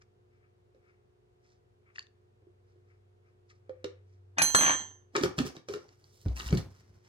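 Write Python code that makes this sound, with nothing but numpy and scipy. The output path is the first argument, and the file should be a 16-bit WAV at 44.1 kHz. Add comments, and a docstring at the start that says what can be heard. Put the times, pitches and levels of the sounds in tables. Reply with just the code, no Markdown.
"""A quiet kitchen, small and hard-walled: coloured noise for air, sines for an appliance hum and a wavering drone.
Hands to the right make small ticks (short damped modes) and rustles (grainy noise).
A steel tool clinks and rattles on the counter: high modes, board modes and noise cracks.
A plastic bowl is knocked, dragged and set down: damped modes for the blows, grit through them for the slides.
Two spaced microphones hear it, with a decaying noise tail as the room."""
import sys
import numpy as np
from scipy import signal
from scipy.fft import rfft, irfft, next_fast_len
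from scipy.io import wavfile
from scipy.ndimage import map_coordinates

SR = 44100
rng = np.random.default_rng(int(sys.argv[2]) if len(sys.argv) > 2 else 0)


def unload_audio(sound):
    """Save the sound as a 16-bit wav file, at the path given as the first command line argument."""
    columns = np.transpose(np.atleast_2d(sound))
    # keep every value between -1 and 1, then stretch to whole-number steps
    steps = np.round(np.clip(columns, -1, 1) * 32767)
    wavfile.write(sys.argv[1], SR, steps.astype(np.int16))


N = 312228  # samples in the scene

# Low drone, mean level over time: start_s [s], level_db [dB]
DRONE_LEVEL = [(0, -66), (.7, -67.5), (1.2, -73.5), (2, -66), (2.6, -61), (3, -59), (3.35, -62), (3.7, -56),
               (4.2, -53.5), (4.9, -56), (5.6, -74), (6.1, -62), (6.8, -56.5), (7.08, -63)]
DRONE_HZ = 95.5  # mean pitch
# Appliance hum tones, mean level: pitch_hz [Hz], level_db [dB]
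HUM_TONES = [(118.4, -71.5), (240.5, -89), (359.7, -70.5), (420, -79), (467, -85), (719, -88)]
# Room tone colour, relative: pitch_hz [Hz], density_db [dB per Hz]
AIR_COLOUR = [(15, -42.5), (30, -18.5), (55, 1.5), (100, -4), (150, -8.5), (300, -15), (400, -4.5),
              (550, -12), (1200, -21.5), (2500, -29), (6000, -37.5), (16000, -47)]
AIR_DB = -69.5  # room tone level
# Left-right correlation of the room tone: pitch_hz [Hz], likeness [-1 to 1]
AIR_LIKENESS = [(60, 0.58), (130, 0.54), (290, 0.22), (640, -0.71), (1410, -0.38), (3100, -0.41),
                (6820, 0.18), (15000, -0.97)]
# Decay of the room: pitch_hz [Hz], t60_s [s]
ROOM_DECAY = [(100, 0.12), (600, 0.31), (3000, 0.26), (12000, 0.18)]

# Dry ticks: start_s [s], level_db [dB, relative], favoured pitch_hz [Hz]
TICKS = [(.017, -58.5, 1780), (1.959, -39.5, 2300), (1.974, -52, 4500), (1.983, -34, 1940),
         (1.9925, -28, 4030), (2.007, -47, 3050), (2.016, -63, 1790), (2.026, -47.5, 4000),
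         (2.068, -54, 4000), (3.5, -53.5, 3500), (5.89, -48, 4640), (6.042, -55, 4500),
         (6.366, -42.5, 2800), (6.374, -39.5, 2820), (6.394, -38, 4500), (6.407, -37, 2780),
         (6.42, -43, 3500), (6.488, -40, 2900), (6.509, -41, 5600), (6.55, -39.5, 5600),
         (6.581, -33.5, 2090), (6.6, -57, 4460)]
# Modes of the small hard thing that ticks: pitch_hz [Hz], level_db [dB, relative], t60_s [s]
SMALL_MODES = [(1010, 0.5, 0.022), (1840, 9.5, 0.014), (2736, 10.5, 0.0081), (3560, 2.5, 0.0085),
               (4600, 6.5, 0.0085), (5700, 4, 0.005), (6500, 7.5, 0.01)]
# Brushes of hands and cloth, the fade spanning 30 dB on either side:
# start_s [s], hold_s [s], level_db [dB], fade_s [s], colour_hz [Hz]
BRUSHES = [(.02, .002, -60.5, 0.015, 2350), (0.337, 0.04, -80, .1, 1600), (0.443, .005, -72, .08, 1460),
           (0.76, .02, -85, .1, 2110), (0.89, 0.0046, -70.5, 0.16, 1550),
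           (1.446, 0.024, -74.5, 0.032, 2500), (1.507, 0.015, -73, 0.099, 4600),
           (1.87, 0.04, -69, 0.049, 1270), (1.958, 0.0068, -57, 0.018, 2500),
           (1.983, 0.037, -67, 0.066, 3620), (2.403, .02, -94, 0.17, 1400),
           (2.697, 0.0091, -80, 0.11, 2900), (2.914, .005, -73.5, 0.13, 1600),
           (3.27, .02, -76.5, 0.085, 1600), (3.506, 0.0069, -59.5, 0.024, 3000),
           (3.53, 0.024, -78, 0.087, 3300), (3.693, 0.3, -79, 0.083, 1500), (4.12, 0.026, -81, .15, 2830),
           (5.9, .03, -77, 0.086, 4000), (6.099, 0.15, -72.5, .2, 6030)]

# Mode pitches of the steel tool: pitch_hz [Hz]
STEEL_HZ = [2474, 3149, 3219, 4175, 6094, 6224, 7448, 7720, 9637, 10515, 10992, 11170, 12340, 13332, 13432,
            15150]
# The same modes: t60_s [s], level_db struck at spots 1, 2 and 3 [dB], bounce_db [dB, relative]
STEEL_RING = [(0.25, -24.5, -39, -43.5, -35), (0.91, -53, -45, -37.5, -26.5), (0.58, -55, -44, -34, -26),
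              (0.6, -38, -27.5, -27.5, -38), (1, -54.5, -43, -38, -55), (0.95, -32, -24, -18, -32.5),
              (0.91, -48, -37, -44, -42), (0.45, -43.5, -33.5, -22.5, -28), (0.35, -61.5, -52, -34, -51.5),
              (0.32, -62.5, -56, -46.5, -50), (0.11, -35.5, -21.5, -42, -35), (0.39, -49, -37, -51, -56),
              (0.37, -70, -47, -49, -56.5), (0.45, -60, -47.5, -43, -54.5),
              (0.38, -58, -48.5, -48.5, -54.5), (.1, -74, -77.5, -50.5, -71.5)]
# Ringing contacts of the tool: start_s [s], crack_db [dB]
CLINKS = [(4.3827, -27), (4.4189, -19), (4.5479, -20)]
# Landings of the tool on the counter: start_s [s], level_db [dB, reference for ring and tap]
LANDINGS = [(4.383, -14.5), (4.394, -16.5), (4.417, -16), (4.547, -7.5), (4.588, -20.5), (4.609, -16.5),
            (4.62, -21), (4.633, -18.5), (4.651, -18.5), (4.664, -15.5), (4.678, -16), (4.694, -17.5),
            (4.705, -17.5), (4.716, -21.5), (4.734, -28)]
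# The tool trembling on the counter: start_s [s], hold_s [s], level_db [dB], release_s [s per 30 dB]
CHATTER = [(4.373, 0.073, -40, 0.27), (4.546, 0.15, -33, 0.21)]
# Modes of the counter board: pitch_hz [Hz], level_db [dB, relative], t60_s [s]
BOARD_MODES = [(157, -2.5, 0.091), (293, -1.5, 0.051), (483, -5, 0.045), (776.3, -3.5, 0.018),
               (888, 3, 0.04), (1016, 0.5, .05), (1153, -1, 0.088), (1384, -7, 0.038), (1643, 0.5, 0.15),
               (1772, 5.5, 0.095), (2120, -8.5, 0.025), (2880, -4, 0.055), (3556, -7.5, 0.046),
               (4500, -10.5, 0.041)]
# Stereo lean of the tool: pitch_hz [Hz], left minus right level_db [dB]
TOOL_LEAN = [(60, -1.5), (700, 4), (2000, 7), (4200, -8.5), (6200, -4.5), (9000, -8.5), (15000, -6)]
GRIP_S, GRIP_DB_PER_S = 4.801, 114.5  # a hand closes on the tool, and how fast the ring then falls
LANDING_HZ = 1400  # colour of a landing
BOARD_DB, FEED_DB, TAP_DB = -15.5, -2.5, -0.5  # board ring, steel ring and tap against the landing level

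# Modes of the plastic bowl: pitch_hz [Hz], level_db [dB, relative], t60_s [s]
BOWL_MODES = [(268, 1, 0.082), (362, 2.5, 0.091), (393.6, 0.5, 0.092), (464, 0, .08), (512.5, -0.5, 0.11),
              (726, -4, 0.055), (985, -5, 0.04), (1224, 10, 0.016), (1405, 5, 0.018), (1731, 9.5, 0.014),
              (2278, 1, 0.021)]
RIM_ABOVE_HZ = 850  # bowl modes above this belong to the rim, the rest to the wall
# Low modes of the counter: pitch_hz [Hz], level_db [dB, relative], t60_s [s]
COUNTER_MODES = [(63, 1.5, 0.36), (96.6, 7, 0.12), (148.6, 5.5, 0.13), (173.7, 1, .1)]
# Bowl knocks, levels before the mode levels: start_s [s], click_db [dB], rim_db [dB],
# wall_db [dB], favoured wall_hz [Hz], counter_db [dB], favoured counter_hz [Hz]
KNOCKS = [(0.747, -71, -78, -53, 460, -71, 99.6), (2.4198, -81, -80, -58, 390, -64, 86.1),
          (2.4686, -80, -81.5, -53.5, 346, -70, 94.2), (2.7579, -85, -87, -58, 368, -75, 86.1),
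          (3.694, -58, -54, -29.5, 538, -91, 91.5), (3.843, -32.5, -40.5, -25.5, 409, -49, 127),
          (5.1517, -34.5, -28, -30, 382, -55, 199), (5.1571, -32, -21, -26, 378, -60, 199),
          (5.1642, -20, -27.5, -30, 385, -48.5, 156), (5.1789, -41, -45, -27.5, 353, -59, 178),
          (5.2106, -35, -55, -23.5, 287, -34, 199), (5.235, -24, -27, -19, 384.4, -29.5, 143),
          (5.2589, -38, -31.5, -47, 355, -30.5, 164), (5.3819, -32.5, -42, -30, 230, -21, 199),
          (5.387, -20, -27.5, -28, 335, -48, 129), (5.4015, -31.5, -57, -20.5, 275, -37.5, 151),
          (5.4502, -40.5, -63, -35, 385, -38, 164), (5.4647, -42, -46, -52, 355, -45, 145),
          (5.5655, -43.5, -54, -46, 403, -49, 164), (5.6856, -33, -43, -33, 447, -64, 64.6),
          (5.6958, -51, -69, -34.5, 394, -50, 105), (5.7375, -35.5, -41.5, -34.5, 396, -51.5, 140),
          (5.7589, -48.5, -57, -36, 412, -56.5, 180), (6.2601, -51.5, -49.5, -25.5, 285, -21.5, 91.5),
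          (6.2827, -47, -68, -44, 232, -20.5, 61.9), (6.3982, -31.5, -35, -42.5, 340, -42, 67.3),
          (6.4616, -43, -68, -55, 284, -27, 59.2), (6.5053, -40, -47, -34, 253, -28.5, 70.0),
          (6.5266, -37.5, -38, -14, 294, -12.5, 132), (6.5567, -44, -59, -34, 255, -19.5, 135),
          (6.5724, -32, -50, -52, 299, -26, 140)]
# Bowl slides: start_s [s], attack_s [s per 30 dB], hold_s [s],
# scratch_db [dB], fizz_db [dB], rub_db of the wall [dB], rumble_db of the counter [dB]
SLIDES = [(5.155, 0.025, 0.049, -50.5, -74.5, -48.5, -56.5), (5.234, 0.017, 0.0063, -41, -49.5, -35, -41.5),
          (5.382, 0.019, 0.025, -49.5, -58.5, -40.5, -40), (5.456, 0.018, 0.016, -48, -56.5, -49.5, -57.5),
          (5.553, 0.014, .005, -59, -81, -50, -74), (5.69, 0.025, 0.041, -56.5, -77, -57.5, -54),
          (5.736, .012, .005, -51, -69.5, -45, -65), (5.799, .1, 0.13, -73, -106, -70.5, -72),
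          (6.037, .15, 0.021, -73, -82.5, -71.5, -66), (6.18, 0.32, 0.065, -81, -73.5, -79, -69),
          (6.256, .012, 0.059, -66, -96, -54.5, -47.5), (6.362, .015, 0.12, -52, -59, -59, -50.5),
          (6.524, 0.025, 0.031, -58, -65.5, -42.5, -33), (6.576, .012, 0.0025, -48.5, -52, -48.5, -39),
          (6.71, .1, 0.1, -71, -87, -76, -64), (6.855, .1, 0.036, -77, -100, -92, -64),
          (6.954, .2, .02, -77.5, -100, -88, -62), (7.05, 0.095, 0.033, -70.5, -111, -86, -68)]
# Release of scratch, fizz, rub and rumble: release_s [s per 30 dB]
SLIDE_RELEASE_S = (0.089, 0.039, 0.091, 0.17)
# Scratch colour, relative: pitch_hz [Hz], density_db [dB per Hz]
SCRATCH_COLOUR = [(500, -24), (1000, -3.5), (2000, -6), (3600, -14.5), (5500, -5), (8000, -22),
                  (16000, -38)]
# Stereo lean of bowl and hands: pitch_hz [Hz], left minus right level_db [dB]
BOWL_LEAN = [(60, -6.5), (300, -1.5), (700, -5.5), (1500, 7.5), (3000, 2.5), (6000, -7.5), (15000, -10.5)]
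CLICK_HZ, SHEEN_DB = 3570, -23.5  # colour of the click; treble sheen against the click

TOP_HZ = 15900  # band limit


def amp(db):
    """Gain of a dB value."""
    return 10 ** (np.asarray(db) / 20)


def unit(x):
    """x at rms 1."""
    return x / np.sqrt(np.mean(x ** 2) + 1e-20)


def along(points, hz):
    """Read a (Hz, value) curve on a log frequency axis."""
    point_hz, value = np.transpose(points)
    return np.interp(np.log(hz + 1), np.log(point_hz + 1), value)


def wobble(rate):
    """A smooth random curve, rate knots a second."""
    knots = rng.standard_normal(int(N * rate / SR) + 4)
    return map_coordinates(knots, [np.arange(N) * rate / SR])


def filtered(x, response):
    """x times a complex response of frequency."""
    size = next_fast_len(x.shape[-1] + 8192)
    spectrum = rfft(x, size) * response(np.fft.rfftfreq(size, 1 / SR))
    return irfft(spectrum, size)[..., :x.shape[-1]]


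def bump(centre_hz, octaves):
    """A bell-shaped colour around a centre."""
    return lambda hz: np.exp(-.5 * (np.log2((hz + 1) / centre_hz) / octaves) ** 2)


def add(track, s, sound):
    """Mix a sound in at s seconds."""
    part = track[round(s * SR):][:len(sound)]
    part += sound[:len(part)]


def near(modes, hz, db):
    """A blow favours the modes close to one pitch: db lost per octave away, up to one octave."""
    octaves_away = abs(np.log2(np.array(modes)[:, 0] / hz))
    return -db * np.minimum(octaves_away, 1)


def ring(modes, gains_db, length, attack, detune=0., waver_db=0.):
    """Damped modes after one blow; grip and load shift the pitches, motion makes the levels waver."""
    t = np.arange(int(length * SR)) / SR
    hz, db, t60 = np.transpose(modes)[:, :, None]
    shift, beat, phase = rng.standard_normal((3, len(hz), 1))
    waver = waver_db * np.sin(2 * np.pi * (9 * beat * t + phase))
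    level_db = db + gains_db[:, None] - 60 * t / t60 + waver
    tones = amp(level_db) * np.sin(2 * np.pi * hz * (1 + detune * shift) * t)
    return tones.sum(axis=0) * (1 - np.exp(-t / attack))


def crack(t60, colour, attack=0.0006):
    """A short coloured noise burst with an exponential decay."""
    t = np.arange(SR // 8) / SR
    noise = unit(filtered(rng.standard_normal(len(t)), colour))
    return noise * amp(-60 * t / t60) * (1 - np.exp(-t / attack))


def grit(rough_db):
    """Friction noise broken into millisecond grains of uneven size."""
    grain_db = rough_db * wobble(460) + 0.5 * rough_db * wobble(60)
    return unit(rng.standard_normal(N) * amp(grain_db))


def resonate(x, modes, damping):
    """Steady excitation through the modes of a body, widened by damping."""
    def body(f):
        total = 0
        for k, (hz, db, t60) in enumerate(modes):
            width_hz = 2.2 * damping / t60
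            band = 1j * f * width_hz / (hz * hz - f * f + 1j * f * width_hz)
            total = total + (-1) ** k * amp(db) * band  # neighbours in opposite polarity
        return total
    return unit(filtered(x, body))


def swells(start, hold, db, attack, release):
    """Gain of events that rise, hold and fall; attack and release are the times for 30 dB."""
    t = np.arange(N) / SR
    power = np.zeros(N)
    for s, h, level_db, a, r in np.broadcast(start, hold, db, attack, release):
        away = np.maximum((s - t) / a, 0) + np.maximum((t - s - h) / r, 0)
        power += amp(level_db - 30 * away) ** 2
    return np.sqrt(power)


def room_tone():
    """Coloured noise as mid and side, balanced so left and right correlate as the table asks."""
    turn = lambda hz: np.arccos(np.clip(along(AIR_LIKENESS, hz), -1, 1)) / 2
    colour = lambda hz: amp(along(AIR_COLOUR, hz)) * [np.cos(turn(hz)), np.sin(turn(hz))]
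    mid, side = filtered(rng.standard_normal((2, N)), colour)
    return amp(AIR_DB) * unit(np.array([mid + side, mid - side]))


def appliance_hum():
    """Steady tones with restless level and phase, half a radian apart between the channels."""
    t = np.arange(N) / SR
    hum = np.zeros((2, N))
    for hz, db in HUM_TONES:
        phase = .4 * wobble(14) + [[0], [.5]]
        hum += amp(db + 1.9 * wobble(7.2)) * np.sin(2 * np.pi * hz * t + phase)
    return hum


def low_drone():
    """One sine that swells and sinks while its pitch wanders slowly."""
    s, db = np.transpose(DRONE_LEVEL)
    level_db = np.interp(np.arange(N) / SR, s, db) + wobble(5.1)
    pitch_hz = DRONE_HZ + 0.73 * wobble(0.64)
    return amp(level_db) * np.sin(2 * np.pi * np.cumsum(pitch_hz) / SR)


def room(x):
    """Noise tail at both microphones; each frequency of the room's answer dies at its own speed."""
    hz, t, z = signal.stft(rng.standard_normal((2, SR // 2)), SR, nperseg=256)
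    decay = amp(-60 * t / along(ROOM_DECAY, hz)[:, None])
    tail = signal.istft(z * decay, SR, nperseg=256)[1]
    tail = tail / np.linalg.norm(tail[0])
    late = np.pad(x, (150, 0))[None]  # samples before the room answers
    return signal.fftconvolve(late, tail, axes=1)[:, :N]


def placed(x, lean, lag_s):
    """A source on the right: later at the left microphone, with a level lean for each frequency."""
    half = np.array([[.5], [-.5]])  # left, right
    return filtered(x, lambda hz: amp(half * along(lean, hz)) * np.exp(-2j * np.pi * hz * lag_s * half))


def ticks():
    """Dry contacts of a small hard thing: quickly damped modes with a faint noise crack."""
    out = np.zeros(N)
    for s, db, hz in TICKS:
        strength_db = near(SMALL_MODES, hz, 22.5) + rng.normal(0, 5.1, len(SMALL_MODES))
        add(out, s, amp(db) * ring(SMALL_MODES, strength_db, .05, 0.00061, detune=0.04))
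        add(out, s, amp(db - 23) * crack(0.0051, bump(3300, 1.0)))
    return out


def brushes():
    """Faint rubbing of hands and cloth: a dull and a bright rustle share the power by colour."""
    s, hold, db, fade, hz = np.transpose(BRUSHES)
    bright = np.clip(np.log2(hz / 1500) / 2, .001, .999)  # share of the power
    dull_colour = lambda f: 1.7 * bump(1270, .1)(f) + 1.8 * bump(2200, .15)(f) + 1.4 * bump(1600, .5)(f)
    bright_colour = lambda f: bump(5300, .15)(f) + 1.1 * bump(4500, .5)(f)
    dull_noise = unit(filtered(grit(1.1), dull_colour))
    bright_noise = unit(filtered(grit(3.2), bright_colour))
    dull_gain = swells(s, hold, db + 10 * np.log10(1 - bright), fade, fade)
    bright_gain = swells(s, hold, db + 10 * np.log10(bright), fade, fade)
    return dull_gain * dull_noise + bright_gain * bright_noise


def steel_ring():
    """Each clink stops the old ring and starts a new one; late bounces feed it, then a hand damps it."""
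    t = np.arange(N) / SR
    bar, snap = np.zeros((2, N))
    t60, *spots, bounce_db = np.transpose(STEEL_RING)
    modes = lambda db: np.transpose([STEEL_HZ, db, t60])
    for (s, crack_db), spot_db in zip(CLINKS, spots):
        bar = bar * amp(-60 * np.maximum(t - s, 0) / 0.042)
        add(bar, s, ring(modes(spot_db), rng.normal(0, 0.9, len(t60)), 1.0, .001, waver_db=3.0))
        add(snap, s, amp(crack_db) * crack(0.032, bump(5400, 0.44)))
    for s, db in LANDINGS:
        if s > CLINKS[-1][0]:  # only the free bounces after the last clink
            add(bar, s, amp(db + FEED_DB) * ring(modes(bounce_db), rng.normal(0, 1.3, len(t60)), 1.0, .001))
    return bar * amp(-GRIP_DB_PER_S * np.maximum(t - GRIP_S, 0)), snap


def tool_on_board():
    """Every landing rings the board and taps it; trembling drives the same modes with grit."""
    top = np.zeros(N)
    for s, db in LANDINGS:
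        strength_db = near(BOARD_MODES, LANDING_HZ, 4.6) + rng.normal(0, 2.8, len(BOARD_MODES))
        add(top, s, amp(db + BOARD_DB) * ring(BOARD_MODES, strength_db, .2, 0.00046, detune=.03))
        add(top, s, amp(db + TAP_DB) * crack(0.022, bump(LANDING_HZ, 1.0)))
    s, hold, db, release = np.transpose(CHATTER)
    top += swells(s, hold, db, 0.0067, release) * resonate(grit(4.4), BOARD_MODES, 2.1)
    return filtered(top, lambda hz: 1 / (1 + 1j * hz / 7000) ** 4)  # wood passes little treble


def bowl_knocks():
    """A blow clicks and rings the bowl's wall and rim, and thuds the counter near a favoured pitch."""
    shell, thud = np.zeros((2, N))
    is_rim = np.array(BOWL_MODES)[:, 0] > RIM_ABOVE_HZ
    for s, click_db, rim_db, wall_db, wall_hz, counter_db, counter_hz in KNOCKS:
        add(shell, s, amp(click_db) * crack(0.017, bump(CLICK_HZ, 0.59)))
        add(shell, s, amp(click_db + SHEEN_DB) * crack(0.021, bump(5500, 1.0)))
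        strength_db = np.where(is_rim, rim_db, wall_db + near(BOWL_MODES, wall_hz, 42))
        strength_db = strength_db + rng.normal(0, 2.86, len(BOWL_MODES))
        add(shell, s, ring(BOWL_MODES, strength_db, .3, 0.0019, detune=0.035))
        counter_ring = ring(COUNTER_MODES, near(COUNTER_MODES, counter_hz, 27), 0.77, 0.0018)
        add(thud, s, amp(counter_db) * counter_ring)
    return shell, thud


def bowl_slides():
    """Dragging makes scratch and fizz, and rubs the wall and counter modes with grainy friction."""
    s, attack, hold, *layers_db = np.transpose(SLIDES)
    scratch, fizz, rub, rumble = [swells(s, hold, db, attack, release)
                                  for db, release in zip(layers_db, SLIDE_RELEASE_S)]
    grains = grit(3.1)
    shell = scratch * unit(filtered(grains, lambda hz: amp(along(SCRATCH_COLOUR, hz))))
    shell += fizz * unit(filtered(grains, bump(6000, 1.0)))
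    shell += rub * resonate(grit(6.1), BOWL_MODES[:6], 2.5)  # wall modes only
    return shell, rumble * resonate(grit(3.9), COUNTER_MODES, 2.3)


def scene():
    """All sources, direct and through the room."""
    background = room_tone() + appliance_hum() + low_drone()
    hands = ticks() + brushes()
    bar, snap = steel_ring()
    top = tool_on_board()
    knock_shell, knock_thud = bowl_knocks()
    slide_shell, slide_thud = bowl_slides()
    shell = knock_shell + slide_shell
    thud = knock_thud + slide_thud
    direct = placed(bar + snap + top, TOOL_LEAN, .0003)
    direct += placed(shell + hands, BOWL_LEAN, .00025)
    direct += thud  # equal in both channels
    wet = amp(-8) * bar + amp(-7) * top + amp(-5) * shell + amp(-13.5) * thud + amp(-14) * (hands + snap)
    return direct + room(wet) + background


def record(dry):
    """The microphones lose the deepest bass; nothing passes above the band limit."""
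    low_cut = lambda hz: (1j * hz / (40 + 1j * hz)) ** 2
    return filtered(dry, lambda hz: low_cut(hz) * (hz < TOP_HZ))


dry = scene()
out = record(dry)
unload_audio(out)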